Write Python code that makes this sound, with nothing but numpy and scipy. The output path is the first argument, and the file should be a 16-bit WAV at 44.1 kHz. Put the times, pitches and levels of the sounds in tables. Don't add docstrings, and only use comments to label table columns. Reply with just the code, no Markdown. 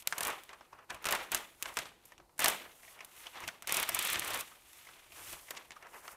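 import sys
import numpy as np
from scipy import signal
from scipy.fft import rfft, irfft
from scipy.io import wavfile

SR = 44100
rng = np.random.default_rng(int(sys.argv[2]) if len(sys.argv) > 2 else 0)


def output_pcm(signal):
    pcm = np.clip(np.atleast_2d(signal).T, -1, 1) * 32767
    wavfile.write(sys.argv[1], SR, np.round(pcm).astype(np.int16))


N = 271788

# t/s, hiss level/dB
SLIDE_LEVELS = [(0.0, -48.5), (0.055, -85), (0.11, -58), (0.2, -77), (0.45, -71.5), (0.8, -77), (1.55, -74),
                (1.62, -62), (1.74, -63), (1.95, -88), (2.08, -66), (2.16, -78.5), (2.65, -71), (2.78, -63),
                (2.93, -58.5), (2.99, -72), (3.22, -56), (3.28, -63.5), (3.48, -61.5), (3.61, -76),
                (4.47, -61.5), (4.6, -67.5), (4.77, -60), (5.09, -68), (5.14, -57), (5.32, -50),
                (5.37, -57), (5.57, -63.5), (5.62, -68.5), (5.86, -70.5), (5.96, -58.5), (6.02, -63),
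                (6.12, -57), (6.16, -70)]
# full force at t/s, swell/s, hold/s, rasp/dB, flapping/dB
HAND_PULLS = [(0.255, 0.15, 0.031, -44.5, -40), (0.905, .02, .005, -55, -47),
              (1.097, 0.065, 0.064, -42, -40.5), (1.325, 0.014, 0.016, -41.5, -41.5),
              (1.66, 0.063, 0.03, -55, -51), (1.786, 0.043, .01, -46.5, -46.5),
              (2.417, 0.02, 0.073, -37, -41.5), (3.692, 0.024, 0.13, -40, -44.5),
              (4.028, 0.22, 0.099, -37, -45), (4.281, 0.22, 0.086, -43, -46)]
# fully bent at t/s, swell/s, hold/s, rasp/dB, flapping/dB
SHEET_BENDS = [(0.11, 0.05, .06, -75, -78), (0.5, .06, 0.0037, -62, -55),
               (0.616, 0.12, 0.0093, -71.5, -66.5), (0.784, 0.11, 0.012, -76, -60),
               (2.075, 0.2, .07, -71.5, -74), (2.644, 0.18, 0.023, -62, -58),
               (2.863, 0.18, 0.075, -66.5, -67.5), (2.963, 0.086, 0.059, -68, -58.5),
               (3.228, 0.34, 0.046, -59.5, -61.5), (3.364, 0.07, 0.055, -52.5, -50),
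               (3.528, 0.12, .02, -61, -63), (4.78, 0.66, 0.26, -63, -68), (5.166, 0.094, 0.18, -58, -59.5),
               (5.57, 0.17, 0.0081, -56.5, -54.5), (5.719, 0.044, .005, -64, -59),
               (5.822, 0.07, .03, -68, -54.5), (5.94, .06, 0.035, -86, -54.5),
               (6.08, .12, 0.074, -85, -56.5)]


def from_db(db):
    return 10 ** (np.asarray(db) / 20)


def rms_one(x):
    return x / np.sqrt(np.mean(x ** 2) + 1e-20)


def at_hz(points, hz):
    freqs, values = np.transpose(points)
    return np.interp(np.log(hz + 1), np.log(freqs), values)


def colour(x, spectrum):
    size = 8192
    gain = rms_one(from_db(at_hz(spectrum, np.fft.rfftfreq(size, 1 / SR))))
    cepstrum = irfft(np.log(gain))
    cepstrum[1:size // 2] *= 2
    cepstrum[size // 2 + 1:] = 0
    return signal.fftconvolve(x, irfft(np.exp(rfft(cepstrum))))[:len(x)]


def resonate(x, hz, width_hz):
    r = np.exp(-np.pi * width_hz / SR)
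    feedback = [1, -2 * r * np.cos(2 * np.pi * hz / SR), r * r]
    return signal.lfilter(np.array([1, 0, -1]) * (1 - r * r) / 2, feedback, x)


def drift(hz):
    r = np.exp(-2 * np.pi * hz / SR)
    return rms_one(signal.lfilter([1], [1, -2 * r, r * r], rng.standard_normal(N + SR))[SR:])


def fibres(size, spread_db):
    return rms_one(rng.standard_normal(size) * from_db(spread_db * np.minimum(rng.exponential(1, size), 5)))


def gestures(moves, fade_db_per_s, rest_db):
    t = np.arange(0, N, 32) / SR
    power = from_db(2 * rest_db)
    for full_at, swell, hold, level_db in moves:
        rising = 20 * (full_at - t) / max(swell, .005)
        fading = fade_db_per_s * (t - full_at - max(hold, 0))
        loss_db = np.maximum(np.maximum(rising, fading), 0)
        power = power + from_db(2 * (level_db - loss_db))
    return np.interp(np.arange(N) / SR, t, 10 * np.log10(power + 1e-30))


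def slide_db():
    return np.interp(np.arange(N) / SR, *np.transpose(SLIDE_LEVELS))


def sliding_hiss(grip):
    # f/Hz, level/dB
    tone = [(2350, -41), (4000, -12.5), (6000, -6.5), (8800, -4), (10000, -4), (12500, -4.5), (15600, -10),
            (15900, -35), (16500, -42)]
    return colour(from_db(slide_db() + 0.9 * grip + 0.7 * drift(100)) * fibres(N, spread_db=-1), tone)


def taut_rasp(grip):
    # f/Hz, level/dB
    tone = [(710, -39), (1200, 0.5), (1480, -5.5), (2100, 1.5), (3500, 0), (4940, -10.5), (6000, -9.5),
            (7800, -19), (13200, -120)]
    moves = [(t, swell, hold, db) for t, swell, hold, db, _ in HAND_PULLS + SHEET_BENDS]
    level_db = gestures(moves, fade_db_per_s=144, rest_db=slide_db()[::32] - 8.5)
    return colour(from_db(level_db + 1.15 * grip + 1.9 * drift(62)) * fibres(N, spread_db=3), tone)


def room_air():
    # f/Hz, level/dB
    tone = [(12, -36), (20, 9), (200, 2), (994, 4.5), (2240, -36), (4160, -6), (12500, -34), (15200, -26),
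            (16500, -44)]
    return from_db(-72.5) * colour(rng.standard_normal(N), tone)


def snaps(events, tear_ms, ring_width, ring_db):
    # f/Hz, level/dB
    crack_tone = [(1530, -14), (2600, -3.5), (3600, -7), (4500, -9.5), (8160, -10), (13100, -10.5),
                  (15500, -15.5), (16500, -14.5)]
    # f/Hz, level/dB
    sheet_tone = [(88, -68), (150, -11), (492, -9), (680, 6), (811, -6.5), (981, 5), (5000, -10),
                  (6500, -14.5), (11000, -120)]
    lead, size, split_hz = 1024, 4096, 8000
    crack, treble, shake, ring = np.zeros((4, N + size))
    ms = (np.arange(size) - lead) / SR * 1000
    desk_echo = from_db(-7) * np.exp(-((ms - 4.47) / 0.093) ** 2)
    spike = np.exp(-(ms / .11) ** 2) + desk_echo
    for t, crack_db, treble_db, shake_db, ring_hz, rise_ms in events:
        start = max(round(t * SR) - lead, 0)
        span = slice(start, start + size)
        stretch = 0.0017 * (max(crack_db, treble_db, shake_db) + 30)
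        fade_ms = tear_ms * np.exp(0.2 * rng.standard_normal() + stretch)
        sharpness = 3.73 / (1 + (rise_ms / 0.52) ** 2)
        tear_shape = np.exp(-np.abs(ms) / np.where(ms < 0, rise_ms, fade_ms))
        tear = sharpness * spike * rng.choice([-1, 1], size)
        tear += 1.106 * tear_shape * fibres(size, spread_db=6)
        crack[span] += from_db(crack_db) * tear
        treble[span] += from_db(treble_db) * tear
        push_shape = np.exp(-np.abs(ms) / np.where(ms < 0, rise_ms, 1.68 * fade_ms + 0.81))
        push = push_shape * fibres(size, spread_db=3)
        shake[span] += from_db(shake_db) * 0.56 * push
        ring[span] += from_db(shake_db + ring_db) * 3.65 * resonate(push, ring_hz, ring_width * ring_hz)
    keep_low = signal.butter(4, split_hz, fs=SR, output="sos")
    keep_high = signal.butter(4, split_hz, "high", fs=SR, output="sos")
    low = signal.sosfilt(keep_low, colour(crack[:N], crack_tone))
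    high = signal.sosfilt(keep_high, colour(treble[:N], crack_tone))
    return low + high + colour(shake[:N], sheet_tone) + ring[:N]


def bridge_cracks():
    # t/s, crack/dB, crack's treble/dB, sheet shake/dB, rise/ms
    bridges = [(0.0236, -48, -53, -66, 0.081), (0.0731, -32, -27.5, -41.5, .1),
               (0.1249, -34, -41.5, -31, 0.22), (0.1814, -34, -29, -36, 0.29),
               (0.2076, -32, -32, -35.5, .16), (0.2336, -35, -32.5, -61, 3.9), (0.251, -35, -31, -39, .26),
               (0.2711, -38, -28, -49, 1.5), (0.28, -49, -31, -36, 0.11), (0.302, -33.5, -40, -40, 1),
               (0.4357, -57, -47.5, -68, .2), (0.926, -67, -52, -62, 1.5), (0.946, -46, -50, -64, .1),
               (1.0251, -61, -50, -72, .2), (1.0431, -35.5, -39, -40, .25),
               (1.055, -31.5, -33.5, -32, 0.14), (1.0688, -32, -36, -33, 0.091),
               (1.0877, -32, -38, -28.5, 0.12), (1.1094, -34, -28, -36, 0.36), (1.124, -28, -29, -30, 0.26),
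               (1.1514, -35, -33, -33, .16), (1.3186, -31.5, -24.5, -32.5, .25),
               (1.3473, -30.5, -23, -31, 0.36), (1.377, -38, -44, -47, 8.9),
               (1.6255, -31.5, -32, -49, 0.096), (1.6575, -34, -51, -37, 1.1), (1.741, -51, -42, -58, .22),
               (1.7706, -27.5, -32.5, -29.5, 0.48), (1.7886, -33.5, -38, -33, 0.19),
               (2.0556, -64, -46.5, -65, 1.9), (2.38, -56, -46, -56, .3), (2.393, -27.5, -25, -30, 0.57),
               (2.403, -32, -25, -32.5, 2.1), (2.4206, -42, -29, -29, 0.14),
               (2.4441, -26, -20.5, -25.5, 0.33), (2.4589, -21.5, -25, -28, 0.33),
               (2.4825, -25, -18, -25.5, 0.54), (2.498, -43, -30, -52, .73),
               (3.047, -51.5, -43.5, -60, .17), (3.1645, -57, -53, -67, .38), (3.4044, -49, -46, -48, .3),
               (3.479, -36.5, -38.5, -34.5, 1.9), (3.6235, -46, -46, -44, .41),
               (3.6733, -33.5, -32, -39, 0.34), (3.6942, -38, -36, -32, .3),
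               (3.7237, -28.5, -26.5, -39, 0.16), (3.743, -26.5, -25, -37, 0.89),
               (3.7691, -27, -23, -44, .6), (3.777, -34, -52, -31, 5.4), (3.7993, -35, -27, -41, .26),
               (3.8284, -51, -27, -37, .2), (3.8905, -34.5, -25, -29.5, 0.12), (3.919, -44, -60, -36, .6),
               (3.9471, -41, -23.5, -32, 0.47), (3.9672, -45, -57, -33.5, 2.6),
               (3.9905, -34, -27, -39, .15), (4.0253, -47, -26, -57, .3), (4.05, -41, -23, -37, 1.4),
               (4.0726, -40, -28.5, -48, .3), (4.1009, -52, -29, -40, .32), (4.132, -54, -28, -40, 4.7),
               (4.1576, -33, -55, -33, 1), (4.1958, -33.5, -24.5, -52, 2), (4.2214, -42, -54, -37.5, 2.4),
               (4.229, -45, -41, -56, 0.66), (4.2477, -40, -32, -48, 1.1), (4.28, -49, -32.5, -41.5, 5.4),
               (4.3054, -52, -36, -33, 1.6), (4.335, -30.5, -39, -55, 0.4), (4.3466, -37, -30.5, -48, 4.6),
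               (4.3744, -44, -35, -52, .8), (4.394, -45, -35, -50, 2.7), (4.4108, -43, -35.5, -42.5, 13),
               (4.7319, -57, -51, -69, .4), (5.329, -51, -39, -39.5, .36),
               (5.5077, -36.5, -33, -37.5, 0.64)]
    events = []
    for t, crack_db, treble_db, shake_db, rise_ms in bridges:
        ring_hz = (1270 + 170 * t) * np.exp(0.15 * rng.standard_normal())
        events.append((t, crack_db, treble_db, shake_db, ring_hz, rise_ms))
    return snaps(events, tear_ms=3.3, ring_width=0.31, ring_db=0.084)


def wall_tail(sound):
    # f/Hz, time to fade by 60 dB/s
    fade_times = [(200, 0.64), (530, 0.78), (1390, 0.083), (3680, 0.04), (9700, 0.76)]
    edges_hz = 140 * 2 ** np.arange(0, 7.1, .5)
    noise = rng.standard_normal((2, N))
    build = np.exp(-1000 / (0.7 * SR))
    tail = 0
    for k, (low, high) in enumerate(zip(edges_hz, edges_hz[1:])):
        hz = np.sqrt(low * high)
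        band = signal.butter(2, [low, high], "band", fs=SR, output="sos")
        keep = from_db(-120 / (at_hz(fade_times, hz) * SR))
        power = signal.sosfilt(band, sound) ** 2
        stored = signal.lfilter([(1 - keep) * (1 - build)], np.convolve([1, -keep], [1, -build]), power)
        gain = from_db(-9 - 2.5 * np.log2(hz / 1000))
        tail = tail + gain * np.sqrt(np.abs(stored)) * rms_one(signal.sosfilt(band, noise[k % 2]))
    return tail


def loose_flapping(grip):
    # f/Hz, level/dB
    tone = [(71, -33), (120, -20.5), (449, -3), (646, -1), (1020, 2.5), (1140, 1), (1770, -2), (3000, -9),
            (3900, -53), (6600, -120)]
    moves = [(t, swell, hold, db) for t, swell, hold, _, db in HAND_PULLS + SHEET_BENDS]
    level_db = gestures(moves, fade_db_per_s=153, rest_db=-78.5)
    return colour(from_db(level_db + 0.64 * grip + 2.56 * drift(19.6)) * fibres(N, spread_db=2.5), tone)


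def tearing_hiss(grip):
    # f/Hz, level/dB
    tone = [(2350, -42), (4000, -14), (8150, 1.5), (10000, -2), (12300, 0), (15500, -11), (16200, -23),
            (16500, -41)]
    moves = [(t, swell, hold, rasp_db - 7.5) for t, swell, hold, rasp_db, _ in HAND_PULLS]
    level_db = gestures(moves, fade_db_per_s=176, rest_db=-np.inf)
    return colour(from_db(level_db + 2.5 * grip + 0.46 * drift(91)) * fibres(N, spread_db=-0.5), tone)


def desk_thuds():
    # t/s, hold/s, level/dB
    presses = [(0.25, .04, -58), (0.732, .01, -70), (0.92, 0.024, -63), (1.062, 0.11, -59),
               (1.315, 0.023, -57.5), (1.645, 0.054, -68), (1.777, .02, -61), (2.192, 0.0075, -62.5),
               (2.41, .08, -56.5), (2.654, 0.038, -73), (3.424, .06, -61), (3.675, 0.12, -60.5),
               (3.893, 0.13, -61), (4.097, 0.11, -56), (4.267, 0.098, -61), (5.1, 0.13, -67),
               (5.285, 0.036, -63.5)]
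    # f/Hz, level/dB
    tone = [(12, -48), (20, -8), (54, 2.5), (173, -4), (212, -10.5), (296, -7), (350, 3), (460, -20),
            (770, -120)]
    swell_s = 0.039
    moves = [(t, swell_s, hold, db) for t, hold, db in presses]
    level_db = gestures(moves, fade_db_per_s=250, rest_db=-77.5)
    return colour(from_db(level_db + 2.4 * drift(17)) * rng.standard_normal(N), tone)


def crease_pops():
    # t/s, crack/dB, sheet shake/dB, ring f/Hz, rise/ms
    creases = [(0.493, -44, -47, 1740, 1.1), (0.531, -45, -47, 1090, 0.69), (0.609, -75, -48, 910, 0.49),
               (0.7311, -62, -49, 980, 4.1), (0.7901, -83, -51.5, 1170, 3.5), (0.9044, -35, -35, 1570, 2.5),
               (1.856, -47, -51, 1160, .43), (2.12, -69, -47.5, 1800, .2), (2.18, -56, -59, 1020, .33),
               (2.2, -71, -52.5, 680, 0.91), (2.294, -72, -60.5, 910, .9), (2.832, -69, -51, 1990, .9),
               (2.8497, -66, -54, 2000, .9), (2.8795, -60, -49, 1970, 1.2), (2.9908, -63, -45, 1980, .3),
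               (3.0058, -50, -38, 2160, 0.38), (3.2601, -51, -46, 2100, .7), (3.2682, -69, -41, 2980, .7),
               (3.4406, -64, -39, 1980, 4.3), (3.487, -37.5, -37, 1560, 0.4), (3.645, -65, -52, 1490, 3.5),
               (4.5224, -71, -54, 1180, 7.2), (4.87, -57, -51, 2050, .84), (4.889, -56, -47, 1380, 1),
               (5.1213, -54.5, -45.5, 2500, 0.85), (5.487, -62, -49, 1920, 3.9),
               (5.551, -46, -54, 1800, .9), (5.5748, -40, -45.5, 1930, 6.5), (5.7068, -48, -46.5, 1870, .2),
               (5.719, -45.5, -51, 1760, 0.43), (5.7658, -63, -49.5, 1250, 3.4),
               (5.8257, -52.5, -43.5, 1720, 0.36), (5.859, -67, -52, 1030, .67),
               (5.8686, -61, -48, 1580, .3), (5.9457, -67, -51, 970, 11), (5.9812, -77, -57, 1120, 12),
               (6.0556, -57, -55, 1040, 5.4), (6.079, -47.5, -41, 1160, 0.26)]
    events = [(t, db, db - 24, shake_db, hz, rise_ms) for t, db, shake_db, hz, rise_ms in creases]
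    return snaps(events, tear_ms=3.25, ring_width=0.19, ring_db=3.7)


def scene():
    cracks = bridge_cracks() + crease_pops()
    grip = drift(31.4)
    rustle = sliding_hiss(grip) + taut_rasp(grip) + loose_flapping(grip) + tearing_hiss(grip)
    return (cracks + wall_tail(cracks) + rustle + desk_thuds() + room_air())[None]


def record(dry):
    cutoff_hz = 16300
    return signal.sosfilt(signal.cheby2(14, 60, cutoff_hz, fs=SR, output="sos"), dry)


dry = scene()
out = record(dry)
output_pcm(out)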